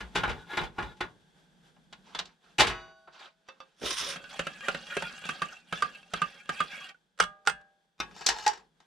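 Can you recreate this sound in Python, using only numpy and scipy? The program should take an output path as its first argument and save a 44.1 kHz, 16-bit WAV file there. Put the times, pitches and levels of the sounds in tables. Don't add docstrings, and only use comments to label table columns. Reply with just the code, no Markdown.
import sys
import numpy as np
from scipy import signal
from scipy.io import wavfile

SR = 44100
rng = np.random.default_rng(int(sys.argv[2]) if len(sys.argv) > 2 else 0)


def boost_factor(decibels):
    exponent = np.asarray(decibels, float) / 20
    return 10 ** exponent


def store_pcm(level_fs):
    pcm = np.round(np.clip(level_fs, -1, 1) * 32767).astype(np.int16)
    wavfile.write(sys.argv[1], SR, np.atleast_2d(pcm).T)


N = 390711

# [t/s, level/dB]
HISS_LEVEL = [(0, -64.5), (1.1, -72.5), (2.15, -70), (2.399, -80), (2.5, -72.5), (3.251, -80.5),
              (3.781, -79), (4.1, -70), (6.85, -76.5), (6.95, -80), (7.978, -82), (8.04, -68.5),
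              (8.2, -68.5), (8.7, -77)]
# [t/s, peak level/dB, brightness/dB, floor thump level/dB]
SETTLE = [(0.004, -23, -20, -33.5), (0.074, -71, 0.5, -70), (0.139, -64, 0, -67),
          (0.149, -21.5, -14.5, -70), (0.155, -12, -11.5, -58), (0.172, -23.5, -10.5, -35),
          (0.233, -11.5, -29, -32), (0.275, -17.5, -29, -25.5), (0.292, -22.5, -13, -60),
          (0.307, -33, -21, -60), (0.503, -38, -22.5, -74), (0.531, -25, -29.5, -70),
          (0.571, -9, -20.5, -39), (0.61, -29.5, -15, -35), (0.634, -30, -13, -60),
          (0.782, -14.5, -42, -56), (0.788, -28.5, -21, -70), (0.824, -26.5, -18, -33.5),
          (0.967, -54, -3, -80), (1.005, -14, -21.5, -39.5)]
# [t/s, peak level/dB, brightness/dB, floor thump level/dB]
BUMP = [
    (2.582, -9, 9.5, -48),
    (2.597, -7.5, 13, -43),
    (2.61, -20.5, -10.5, -39.5),
    (2.667, -18, 12.5, -36),
    (2.692, -27, -8, -42),
]
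# [t/s, peak level/dB, f/Hz]
CLONK = [
    (0.157, -22.5, 1530),
    (0.233, -22.5, 1533),
    (1.007, -26, 1473),
    (8.29, -27, 927),
    (8.465, -10.5, 842),
]
# [t/s, peak level/dB, brightness/dB]
LAND = [
    (7.979, -60, 0.5),
    (7.99, -50.5, 0),
    (8.0, -19, 0),
    (8.11, -46, -7),
]
# [t/s, peak level/dB, brightness/dB]
LAY = [(8.163, -36, -6), (8.209, -27, -15), (8.263, -14.5, 12.5), (8.287, -10, 0.5), (8.362, -32, -15),
       (8.385, -31, -1), (8.463, -10.5, -10), (8.476, -32.5, 20), (8.533, -35.5, -5), (8.574, -40, -6),
       (8.802, -47.5, -9.5)]
# [t/s, peak level/dB, brightness/dB]
FIDGET = [
    (1.763, -44, -40),
    (1.926, -28.5, -0.5),
    (2.148, -17.5, -4),
    (2.188, -15.5, 7),
    (2.254, -48.5, 23.5),
    (3.074, -28.5, -37.5),
]
# [t/s, peak level/dB, brightness/dB]
GRIP = [
    (3.478, -56, 2.5),
    (3.486, -33, -7.5),
    (3.602, -34, -10.5),
]
# [t/s, peak level/dB, floor thump level/dB]
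JOLT = [
    (3.815, -38, -40),
    (4.158, -26, -72),
    (5.253, -26, -55),
    (6.944, -54.5, -100.5),
]
# [t/s, peak level/dB, brightness/dB]
SNAG = [
    (3.83, -26, 1),
    (3.864, -28, 1),
    (3.906, -17, 15),
    (3.994, -24, 2),
    (4.011, -17, 0),
]
# [t/s, knock level/dB, wall note level/dB, wall note f/Hz]
STIR = [(4.392, -13, -39, 1380), (4.467, -19.5, -29, 1352), (4.683, -13, -21, 1406),
        (4.746, -20, -30, 1450), (4.967, -15, -23, 411), (5.022, -20.5, -32, 900), (5.289, -17, -23, 1180),
        (5.418, -15, -16, 1181), (5.725, -15.5, -23, 1284), (5.822, -14.5, -11, 1192),
        (6.135, -13.5, -21.5, 1243), (6.217, -16, -11.5, 1202), (6.491, -15.5, -23.5, 1220),
        (6.603, -13, -12.5, 1220)]
# [t/s, peak level/dB, brightness/dB]
GRAZE = [(4.093, -48.5, -0.5), (4.114, -54, 1), (4.134, -32, 4), (4.176, -39, 1.5), (4.24, -32, 8.5),
         (4.327, -49, -5.5), (4.606, -30, 13), (4.867, -34, 12.5), (4.915, -39, 8.5), (5.094, -29, 1),
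         (5.136, -34, -3.5), (5.18, -33, -1), (5.222, -34.5, 0.5), (5.238, -27, -6), (5.774, -31, 8),
         (6.028, -39.5, 0), (6.457, -38, 10), (6.546, -37, 5.5)]
# [t/s, peak level/dB]
TAP = [
    (7.176, -41.5),
    (7.188, -27.5),
    (7.2, -1),
    (7.224, -17),
    (7.237, -18.5),
    (7.451, -40),
    (7.462, -26),
    (7.472, -3.5),
    (7.496, -15.5),
    (7.611, -49),
]
# [t/s, peak level/dB, f/Hz]
WALL_NOTE = [
    (3.485, -41, 1223),
    (3.602, -36.5, 1200),
    (6.945, -45.5, 1470),
    (7.1967, -22, 1266),
    (7.472, -9.5, 1424),
    (7.472, -16.5, 812),
]

SHUFFLE = [(.0, 0.0028, -55), (.19, 0.24, -57), (.52, 0.14, -52), (.8, 0.12, -61), (1.04, 0.0093, -64.5)]
HANDLE = [(2.07, 0.24, -63), (2.445, 0.068, -69.5), (3.14, 0.046, -57.5), (3.2, 0.059, -51),
          (3.47, 0.26, -74)]
DRAG = [(3.85, 0.28, -37), (3.97, 0.043, -36)]
SKID = [(3.825, 0.09, -42), (4.02, 0.021, -49.5)]
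HUM = [(4.07, 0.072, -58), (4.18, .03, -68.5)]
SWIRL = [(4.13, 0.033, -56.5), (4.33, 0.52, -55), (4.65, 0.19, -53.5), (4.91, 0.41, -51.5),
         (5.26, 0.3, -53.5), (5.77, 0.21, -57), (6.17, 0.24, -56.5), (6.54, 0.14, -56), (6.72, 0.2, -54)]
SLIDE = [(8.19, 0.043, -60), (8.32, 0.21, -53.5), (8.49, 0.037, -62.5)]

HISS = [(240, -16), (400, -1.5), (860, -5.5), (972, -11.5), (2430, -12.5), (3620, -10.5), (9350, -19.5),
        (15500, -40.5)]
RUMBLE = [(18, -49), (30, -3), (59, -2.5), (107, -40), (158, 9), (424, -20), (500, -33.5), (650, -59.5)]
THUMP = [(15, -36), (25, -10), (54, 29), (86, 2), (110, -14), (140, -53)]
THUD = [(25, -6.5), (55, 8.5), (100, -21.5), (180, 12.5), (230, -13), (300, -49)]
GRATE = [(65, -25.5), (110, -5), (274, -10.5), (373, -1), (613, -9.5), (820, -0.5), (1240, 0.5), (1460, -1),
         (2400, -0.5), (2720, -1), (9630, -22.5), (15500, -70.5)]
BOWL = [(150, -74.5), (250, -38.5), (385, 3.5), (583, -22.5), (852, 8), (1160, -3.5), (1700, 5), (2020, -3),
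        (5500, -0.5), (7380, -6.5), (15500, -44.5)]
TICK = [(150, -41), (250, -15.5), (635, -10.5), (837, -4), (1460, -2.5), (1670, -9.5), (3570, -7),
        (7640, -27), (15500, -100)]
CARPET = [(700, -38), (1100, 5), (2500, 0.5), (3400, 7), (4500, -12), (5500, 5.5), (7400, -23),
          (9200, -1.5), (11000, -43), (14500, -19), (15500, -40)]
BASE = [(28, -6), (60, -1), (183, -10), (271, 1), (395, 9), (800, -3), (1040, -57)]
KNOCK = [(110, -18), (160, -13.5), (565, -1.5), (1050, -6.5), (1210, -19), (1430, 12.5), (1760, -2),
         (3150, -3.5), (4120, -13), (9240, -17), (15500, -73.5)]
STEEL = [(130, -24), (200, 19), (313, -25), (654, 5), (1040, -0.5), (1490, 15), (2090, 3.5), (3250, 7.5),
         (4190, 8.5), (9540, -4), (15500, -73.5)]
RIM = [(150, -70.5), (250, -41), (405, -9), (1050, -7.5), (1200, 6), (1640, 0.5), (1950, -22), (2160, -6.5),
       (8470, -14), (15500, -59.5)]
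# [f/Hz, likeness 0-1]
LIKENESS = [(40, 0.49), (90, 0.62), (250, 0.77), (1000, 0.75), (4000, 1), (8000, 0.17), (12000, 0.035)]

VENT = [(830, 1.8, 0.036), (1600, 6.5, 0.012), (3330, 1.1, 0.013), (3500, 1.4, 0.0089)]
STOVE = [(359, -4, 0.13), (839, 5, 0.098), (953, -4, 0.061), (1430, 3, 0.15), (1460, -13, 0.3),
         (1680, -5, 0.15), (2164, -8, 0.085), (2406, -20, 0.074), (2800, -18, 0.08), (2870, -23, 0.099),
         (3470, -2.5, 0.11), (3850, -6, .08), (3970, -12.5, 0.1)]
PAN = [(361, -10, .52), (651, -12, 1.5), (786, -14, .88), (996, -8, .46), (1109, -11, .75), (1297, -4, .37),
       (1480, -9, 1.1), (1494, -13, .7), (1647, -7, .4), (2530, -8, .35), (2918, -13, .5), (3540, -13, .47),
       (3810, -17, .7), (4608, -17, .9),
       (1825, -15, .35), (1960, -12, .35), (2089, -12, .35), (2213, -12, .4), (2374, -8, .19),
            (2589, -13, .35), (2961, -18, .3), (4620, -28, .6), (4823, -26, .64), (6008, -22, .73),
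            (6864, -31, .67)]
PAN_FLOOR = [(361, -18, .3), (834, -18, .35), (1120, -16, .28), (1287, -2, .09), (1480, -6, .12),
             (1647, -18, .35), (2153, -13, .16), (2482, -4, .1), (2627, -15, .22), (3620, -2, .09),
             (3900, -5, .04), (5023, -6, .055), (5669, -6, .055), (6300, -9, .04)]
SPOON_IN_PAN = [(856, -6, .08), (1290, -8, .1), (1640, -6, .15), (2580, -6, .08), (2925, -7, .08),
                (3660, -7, .17), (4250, -8, .15), (4694, -5, .09), (5310, -5, .1), (5700, -8, .12),
                (6331, -10, .07), (7020, -11, .08), (7600, -12, .08)]
MUG_HELD = [(533, -2, .2), (1249, -6, .15), (1600, -12, .2), (2649, -1, .11), (3467, -6, .13),
            (3639, -8, .15), (4694, -5, .075), (5701, -4, .05)]
PILE = [(3467, -9.5, 0.0091), (5380, -15.5, 0.016), (9150, -16.5, 0.014)]
MUG_FULL = [(410, -12, .05), (565, -12, .07), (1626, -3, .1), (2140, -9, .08), (2550, -6, .09),
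            (2640, -6, .12), (2826, -8, .1), (3160, -6, .08), (4683, -13, .07)]
DRINK = [(562, -12, .1), (790, -11, 0.13), (1210, -10, 0.14), (1500, -5.5, .1), (1635, -6, 0.25),
         (1875, -14.5, .1), (2246, -12, .07), (2480, -6.5, 0.069), (2674, -7.5, 0.083), (2786, -5.5, .1),
         (3205, -9.5, 0.1), (3310, -7.5, .12), (3750, -17.5, .06), (4500, -20.5, 0.071)]
RIM_FIRST = [(608, -10, .7), (786, -15, .9), (985, -3, .13), (1211, 5, .33), (1631, 3, .36), (2159, 5, .12),
             (2815, -4, .18), (2896, 8, .13), (3230, 2, .09), (3354, 2, .17), (4737, 4, .06),
             (5157, 2, .07), (8236, 0, .13)]
RIM_SECOND = [(603, -20, 0.8), (786, -14, 0.8), (980, -12, .23), (1222, -8, 0.24), (1550, -3, 0.35),
              (1631, -3, 0.48), (1728, -3, 0.28), (2099, -6, .17), (2595, -4, 0.18), (2837, -5, 0.19),
              (3343, -7, 0.24), (4780, 0, 0.07), (8247, 0, 0.12), (9641, -4, 0.075)]
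FREE_AT_S = [
    2.7,
    7.205,
    7.48,
]

FROTH_GONE_S, HOLLOW_HZ, HOLLOW_DB = 5.1, 558, -7.5
EDGES = 24 * 2 ** np.arange(0, 9.4, 1 / 3)
CENTRES = np.sqrt(EDGES[1:] * EDGES[:-1])


def rms_one(x):
    return x / np.sqrt(np.mean(x ** 2) + 1e-20)


def placed(x, pan_db):
    return x * boost_factor([[pan_db / 2], [-pan_db / 2]])


def at_hz(points, hz):
    f, level = np.transpose(points)
    return np.interp(np.log(hz), np.log(f), level, left=level[0] - 30, right=level[-1])


def drift(rate, size):
    r = np.exp(-2 * np.pi * rate / SR)
    white = rng.standard_normal(size + 4000)
    return rms_one(signal.lfilter([1], [1, -2 * r, r * r], white)[4000:])


def stretched_drift(rate, size):
    return np.repeat(drift(rate, size // 10 + 1), 10)[:size]


def ring(push, hz, t60):
    r, w = boost_factor(-60 / (t60 * SR)), 2 * np.pi * hz / SR
    return signal.lfilter([0, np.sin(w)], [1, -2 * r * np.cos(w), r * r], push + 1e-18)


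def noise_bank():
    white, bank = rng.standard_normal((2, 2, N)), []
    for k, hz in enumerate(CENTRES):
        band = signal.butter(2, EDGES[k:k + 2], "band", fs=SR, output="sos")
        mid, side = signal.sosfilt(band, white[k % 2])
        alike = np.clip(at_hz(LIKENESS, np.clip(hz, 40, 12000)), 0, .99)
        bank.append([np.sqrt(1 + alike) * mid + s * np.sqrt(1 - alike) * side for s in (1, -1)])
    return np.array(bank, dtype=np.float32) * np.sqrt(SR / 4)


def band_gains(spectrum):
    gain = boost_factor(at_hz(spectrum, CENTRES))
    return gain / np.sqrt(np.sum(gain ** 2 * np.diff(EDGES)))


def coloured(bank, spectrum):
    return np.einsum("b,bct->ct", band_gains(spectrum), bank)


def tilt(db, hz):
    return boost_factor(db * np.clip(np.log2(hz / 1500) / 2.39, 0, .9))


def blows(bank, rows, colour, floor, modes, rise, t60, crack_db, ring_db, tail_db, tail_t60, spread_db, pan_db,
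          thump_t60=0.25):
    out = np.zeros((2, N + SR))
    u = np.arange(round(SR * np.clip(max(tail_t60, thump_t60), .2, .33))) / SR
    fall, pace = np.log(1000) * u, (CENTRES[:, None] / 1500) ** 0.22
    tail = boost_factor(tail_db) * np.exp(-fall * pace ** 2 / tail_t60)
    rattle = (np.exp(-fall * pace / t60) + tail) * (1 - np.exp(-u / rise))
    thump = band_gains(floor)[:, None] * (1 - np.exp(-u / 0.013)) * np.exp(-fall / thump_t60)
    usual = np.mean(np.array(rows)[:, 2])
    mode_hz = np.array(modes)[:, 0]
    start = round(rows[0][0] * SR)
    pushes = np.zeros((len(modes), round(rows[-1][0] * SR) - start + SR // 2))
    luck = rng.standard_normal((len(rows), len(modes)))
    for (s, db, bright_db, thump_db), odds in zip(rows, luck):
        i = round(s * SR)
        gains = band_gains(colour) * tilt(bright_db - usual, CENTRES)
        rough = boost_factor(db + crack_db + 1.6 * drift(170, len(u)))
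        env = rattle * gains[:, None] * rough + boost_factor(thump_db - 3.5) * thump
        n = min(len(u), N - i)
        out[:, i:i + n] += np.einsum("bt,bct->ct", env[:, :n], bank[:, :, i:i + n])
        pushes[:, i - start + round(rise * SR)] += boost_factor(db + spread_db * odds) * tilt(bright_db - usual, mode_hz)
    for (hz, level_db, decay), push in zip(modes, pushes):
        out[:, start:start + len(push)] += boost_factor(ring_db + level_db) * ring(push, hz, decay)
    return placed(out[:, :N], pan_db)


def thumped(rows, thump_db):
    return [(*row, row[1] + thump_db) for row in rows]


def strokes(rows, rise_db, sag_db, fall_db):
    t = np.clip(np.arange(rows[0][0] - .12, sum(rows[-1][:2]) + .15, .002), 0, None)
    levels = []
    for s, length, db in rows:
        rising = rise_db * np.clip(s - t, 0, None)
        sagging = sag_db * np.clip(t - s, 0, None)
        falling = fall_db * np.clip(t - s - length, 0, None)
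        levels.append(db - rising - sagging - falling)
    return t, np.max(levels, axis=0)


def rub(bank, s, db, colour, modes, ring_db, rough_db, patchy_db, pan_db, wander=0.01, flutter_db=3.5):
    out, i, j = np.zeros((2, N)), round(s[0] * SR), round(s[-1] * SR)
    n = j - i
    level = np.interp(np.arange(i, j) / SR, s, db)
    stroke = boost_factor(level + rough_db * drift(87, n)) * signal.windows.tukey(n, .04)
    patches = boost_factor([patchy_db * stretched_drift(310, n) for hz in CENTRES])
    out[:, i:j] = np.einsum("bt,bct->ct", band_gains(colour)[:, None] * patches * stroke, bank[:, :, i:j])
    for hz, level_db, t60 in modes:
        flutter = boost_factor(level_db + flutter_db * stretched_drift(160, n)) * rng.standard_normal((2, n))
        turn = 2 * np.pi * hz / SR * np.cumsum(1 + wander * stretched_drift(60, n))
        slow = signal.lfilter([1], [1, -boost_factor(-60 / (0.55 * t60 * SR))], flutter * stroke)
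        sung = slow[0] * np.sin(turn) + slow[1] * np.cos(turn)
        out[:, i:j] += boost_factor(ring_db) * sung / np.sqrt(t60 * SR / 30)
    return placed(out, pan_db)


def notes(rows, swell, t60, pan_db):
    out, u = np.zeros(N), np.arange(SR // 4) / SR
    shape = (1 - np.exp(-u / swell)) * boost_factor(-60 * u / t60 - 900 * u ** 2 / t60)
    for s, db, hz in rows:
        out[round(s * SR):][:len(u)] += boost_factor(db) * shape * np.sin(2 * np.pi * hz * u)
    return placed(out, pan_db)


def clang(s, modes, db, pan_db):
    out, u = np.zeros(N), np.arange(SR) / SR
    for hz, level_db, t60 in modes:
        out[round(s * SR):][:SR] += boost_factor(db + level_db - 60 * u / t60) * np.sin(2 * np.pi * (hz * u + rng.random()))
    fade_in = np.clip((np.arange(N) / SR - s) / 0.00342, 0, 1)
    return placed(out * fade_in, pan_db)


def background(bank):
    s, hiss_db = np.transpose(HISS_LEVEL)
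    level = np.interp(np.arange(N) / SR, s, hiss_db)
    hiss = coloured(bank, HISS)
    for hz, level_db, t60 in VENT:
        hiss += boost_factor(level_db - 8.5) * rms_one(ring(rng.standard_normal((2, N)), hz, t60))
    hiss *= boost_factor(level + 1.6 * drift(5.3, N))
    rumble_db = -70.5 + 1.6 * (level + 73.5)
    return hiss + coloured(bank, RUMBLE) * boost_factor(rumble_db + 0.78 * drift(11.0, N))


def cabin(x):
    t60, echo_db = 0.11, -11
    t = np.arange(SR // 5) / SR
    echo = signal.lfilter([1, -1], [1, -1.5, .55], rng.standard_normal((2, len(t))))
    echo *= np.exp(-np.log(1000) * t / t60) * (t > .002)
    echo /= np.sqrt(np.sum(echo ** 2, axis=1, keepdims=True))
    return x + boost_factor(echo_db) * signal.oaconvolve(x, echo, axes=1)[:, :N]


def handling(bank):
    out = blows(bank, thumped(FIDGET, -34), TICK, THUD, STOVE, rise=0.0021, t60=0.06, crack_db=-14, ring_db=-37,
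                tail_db=-16.5, tail_t60=0.17, spread_db=7.7, pan_db=-0.33)
    out += rub(bank, *strokes(HANDLE, 700, 27, 360), TICK, MUG_FULL, ring_db=-15, rough_db=1, patchy_db=3.7,
               pan_db=-1.4)
    out += blows(bank, thumped(GRIP, -47), TICK, THUD, MUG_HELD, rise=0.001045, t60=0.03, crack_db=-11.5,
                 ring_db=-14.5, tail_db=-4.5, tail_t60=0.11, spread_db=1.2, pan_db=-2)
    return out


def pan_on_stove(bank):
    out = blows(bank, SETTLE, GRATE, THUMP, STOVE, rise=0.0042, t60=0.015, crack_db=-12, ring_db=-22.5,
                tail_db=-2.3, tail_t60=0.16, spread_db=2.7, pan_db=0.92)
    out += notes(CLONK, swell=0.0049, t60=0.16, pan_db=2.4)
    out += rub(bank, *strokes(SHUFFLE, 310, 40, 460), GRATE, STOVE, ring_db=2, rough_db=0.87, patchy_db=0.62,
               pan_db=0.91)
    out += blows(bank, BUMP, GRATE, THUMP, STOVE, rise=0.0061, t60=0.16, crack_db=-9.5, ring_db=-25,
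                 tail_db=-37, tail_t60=0.89, spread_db=6.4, pan_db=.6, thump_t60=0.34)
    return out + clang(FREE_AT_S[0], PAN, -36.5, 0.33)


def spoon_in_pan(bank):
    out = blows(bank, thumped(LAND, -24.5), GRATE, THUMP, PAN_FLOOR, rise=0.002, t60=0.077, crack_db=-13.5,
                ring_db=-10, tail_db=-11, tail_t60=0.25, spread_db=0.84, pan_db=1, thump_t60=0.28)
    out += blows(bank, thumped(LAY, -40), BOWL, THUMP, SPOON_IN_PAN, rise=0.00098, t60=0.039, crack_db=-9,
                 ring_db=-23.5, tail_db=-9, tail_t60=0.19, spread_db=2.9, pan_db=0.86)
    out += rub(bank, *strokes(SLIDE, 400, 45, 240), BOWL, SPOON_IN_PAN, ring_db=3.5, rough_db=4.2, patchy_db=2.1,
               pan_db=2.3, wander=0.001, flutter_db=3.9)
    return out


def mug_dragged(bank):
    out = rub(bank, *strokes(DRAG, 530, 16, 470), CARPET, PILE, ring_db=0.5, rough_db=2.1, patchy_db=1.7, pan_db=-2.6)
    out += rub(bank, *strokes(SKID, 1100, 2.3, 550), BASE, [], ring_db=0, rough_db=5, patchy_db=1.3, pan_db=-1.3)
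    out += blows(bank, thumped(SNAG, -42), CARPET, THUD, PILE, rise=0.001, t60=0.018, crack_db=-6, ring_db=-17.5,
                 tail_db=-26, tail_t60=0.1, spread_db=2, pan_db=-2.6)
    out += rub(bank, *strokes(HUM, 400, 25, 400), BASE, [(HOLLOW_HZ, 0, .3)], ring_db=10.8, rough_db=1.3,
               patchy_db=1.1, pan_db=-2.4, flutter_db=2.1)
    return out


def mug_knocked(bank):
    upper_hz, upper_db = 1542, -8.5
    stand_hz, stand_db = 167, -19.5
    jolts = [(s, db, 0, thump) for s, db, thump in JOLT]
    knocks = sorted(jolts + thumped([(s, db, 0) for s, db, *note in STIR], -25))
    wall = [(s, db, hz) for s, knock, db, hz in STIR] + WALL_NOTE
    wall += [(s, db + upper_db, upper_hz) for s, knock, db, hz in STIR if s > FROTH_GONE_S]
    hollow = [(s, db + HOLLOW_DB, HOLLOW_HZ) for s, db, *note in STIR if s < FROTH_GONE_S]
    rocking = [(s, stand_db + db / 2, stand_hz) for s, db, *rest in knocks[1:-1]]
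    out = blows(bank, knocks, KNOCK, THUD, MUG_FULL, rise=0.002347, t60=0.031, crack_db=-5.5, ring_db=-21,
                tail_db=-21.5, tail_t60=0.17, spread_db=3.8, pan_db=-2.1, thump_t60=0.16)
    out += notes(wall, swell=0.0032, t60=0.074, pan_db=-3.5)
    out += notes(hollow, swell=0.0054, t60=0.056, pan_db=-2.5)
    return out + notes(rocking, swell=0.016, t60=0.094, pan_db=-1.5)


def mug_stirred(bank):
    lift_s, lift_db_per_s = 6.905, 900
    out = blows(bank, thumped(GRAZE, -38), STEEL, THUD, DRINK, rise=0.002, t60=0.011, crack_db=-12, ring_db=-18.5,
                tail_db=-23, tail_t60=0.066, spread_db=5.9, pan_db=-1.9)
    s, db = strokes(SWIRL, 190, 31, 176)
    db = db - lift_db_per_s * np.clip(s - lift_s, 0, None)
    out += rub(bank, s, db, STEEL, DRINK, ring_db=2.93, rough_db=1.8, patchy_db=5.1, pan_db=-1.7,
               wander=0.025, flutter_db=5.44)
    return out


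def rim_tapped(bank):
    taps = thumped([(s, db, 0) for s, db in TAP], -38.5)
    out = blows(bank, taps, RIM, THUD, MUG_FULL, rise=0.0018, t60=0.034, crack_db=-7.5, ring_db=-31.5,
                tail_db=-39.5, tail_t60=0.35, spread_db=2.4, pan_db=-2.6)
    out += clang(FREE_AT_S[1], RIM_FIRST, -38.5, -5.5)
    return out + clang(FREE_AT_S[2], RIM_SECOND, -38.0, -5.5)


def scene():
    bank = noise_bank()
    stove = pan_on_stove(bank) + spoon_in_pan(bank)
    mug = mug_dragged(bank) + mug_knocked(bank) + mug_stirred(bank) + rim_tapped(bank)
    return cabin(handling(bank) + stove + mug) + background(bank)


def band_limit(x):
    return signal.sosfilt(signal.butter(12, 15810, fs=SR, output="sos"), x)


def record(dry):
    cut = signal.cheby2(10, 60, 16150, fs=SR, output="sos")
    mix = signal.sosfilt(cut, dry)
    return band_limit(mix)


dry = scene()
out = record(dry)
store_pcm(out)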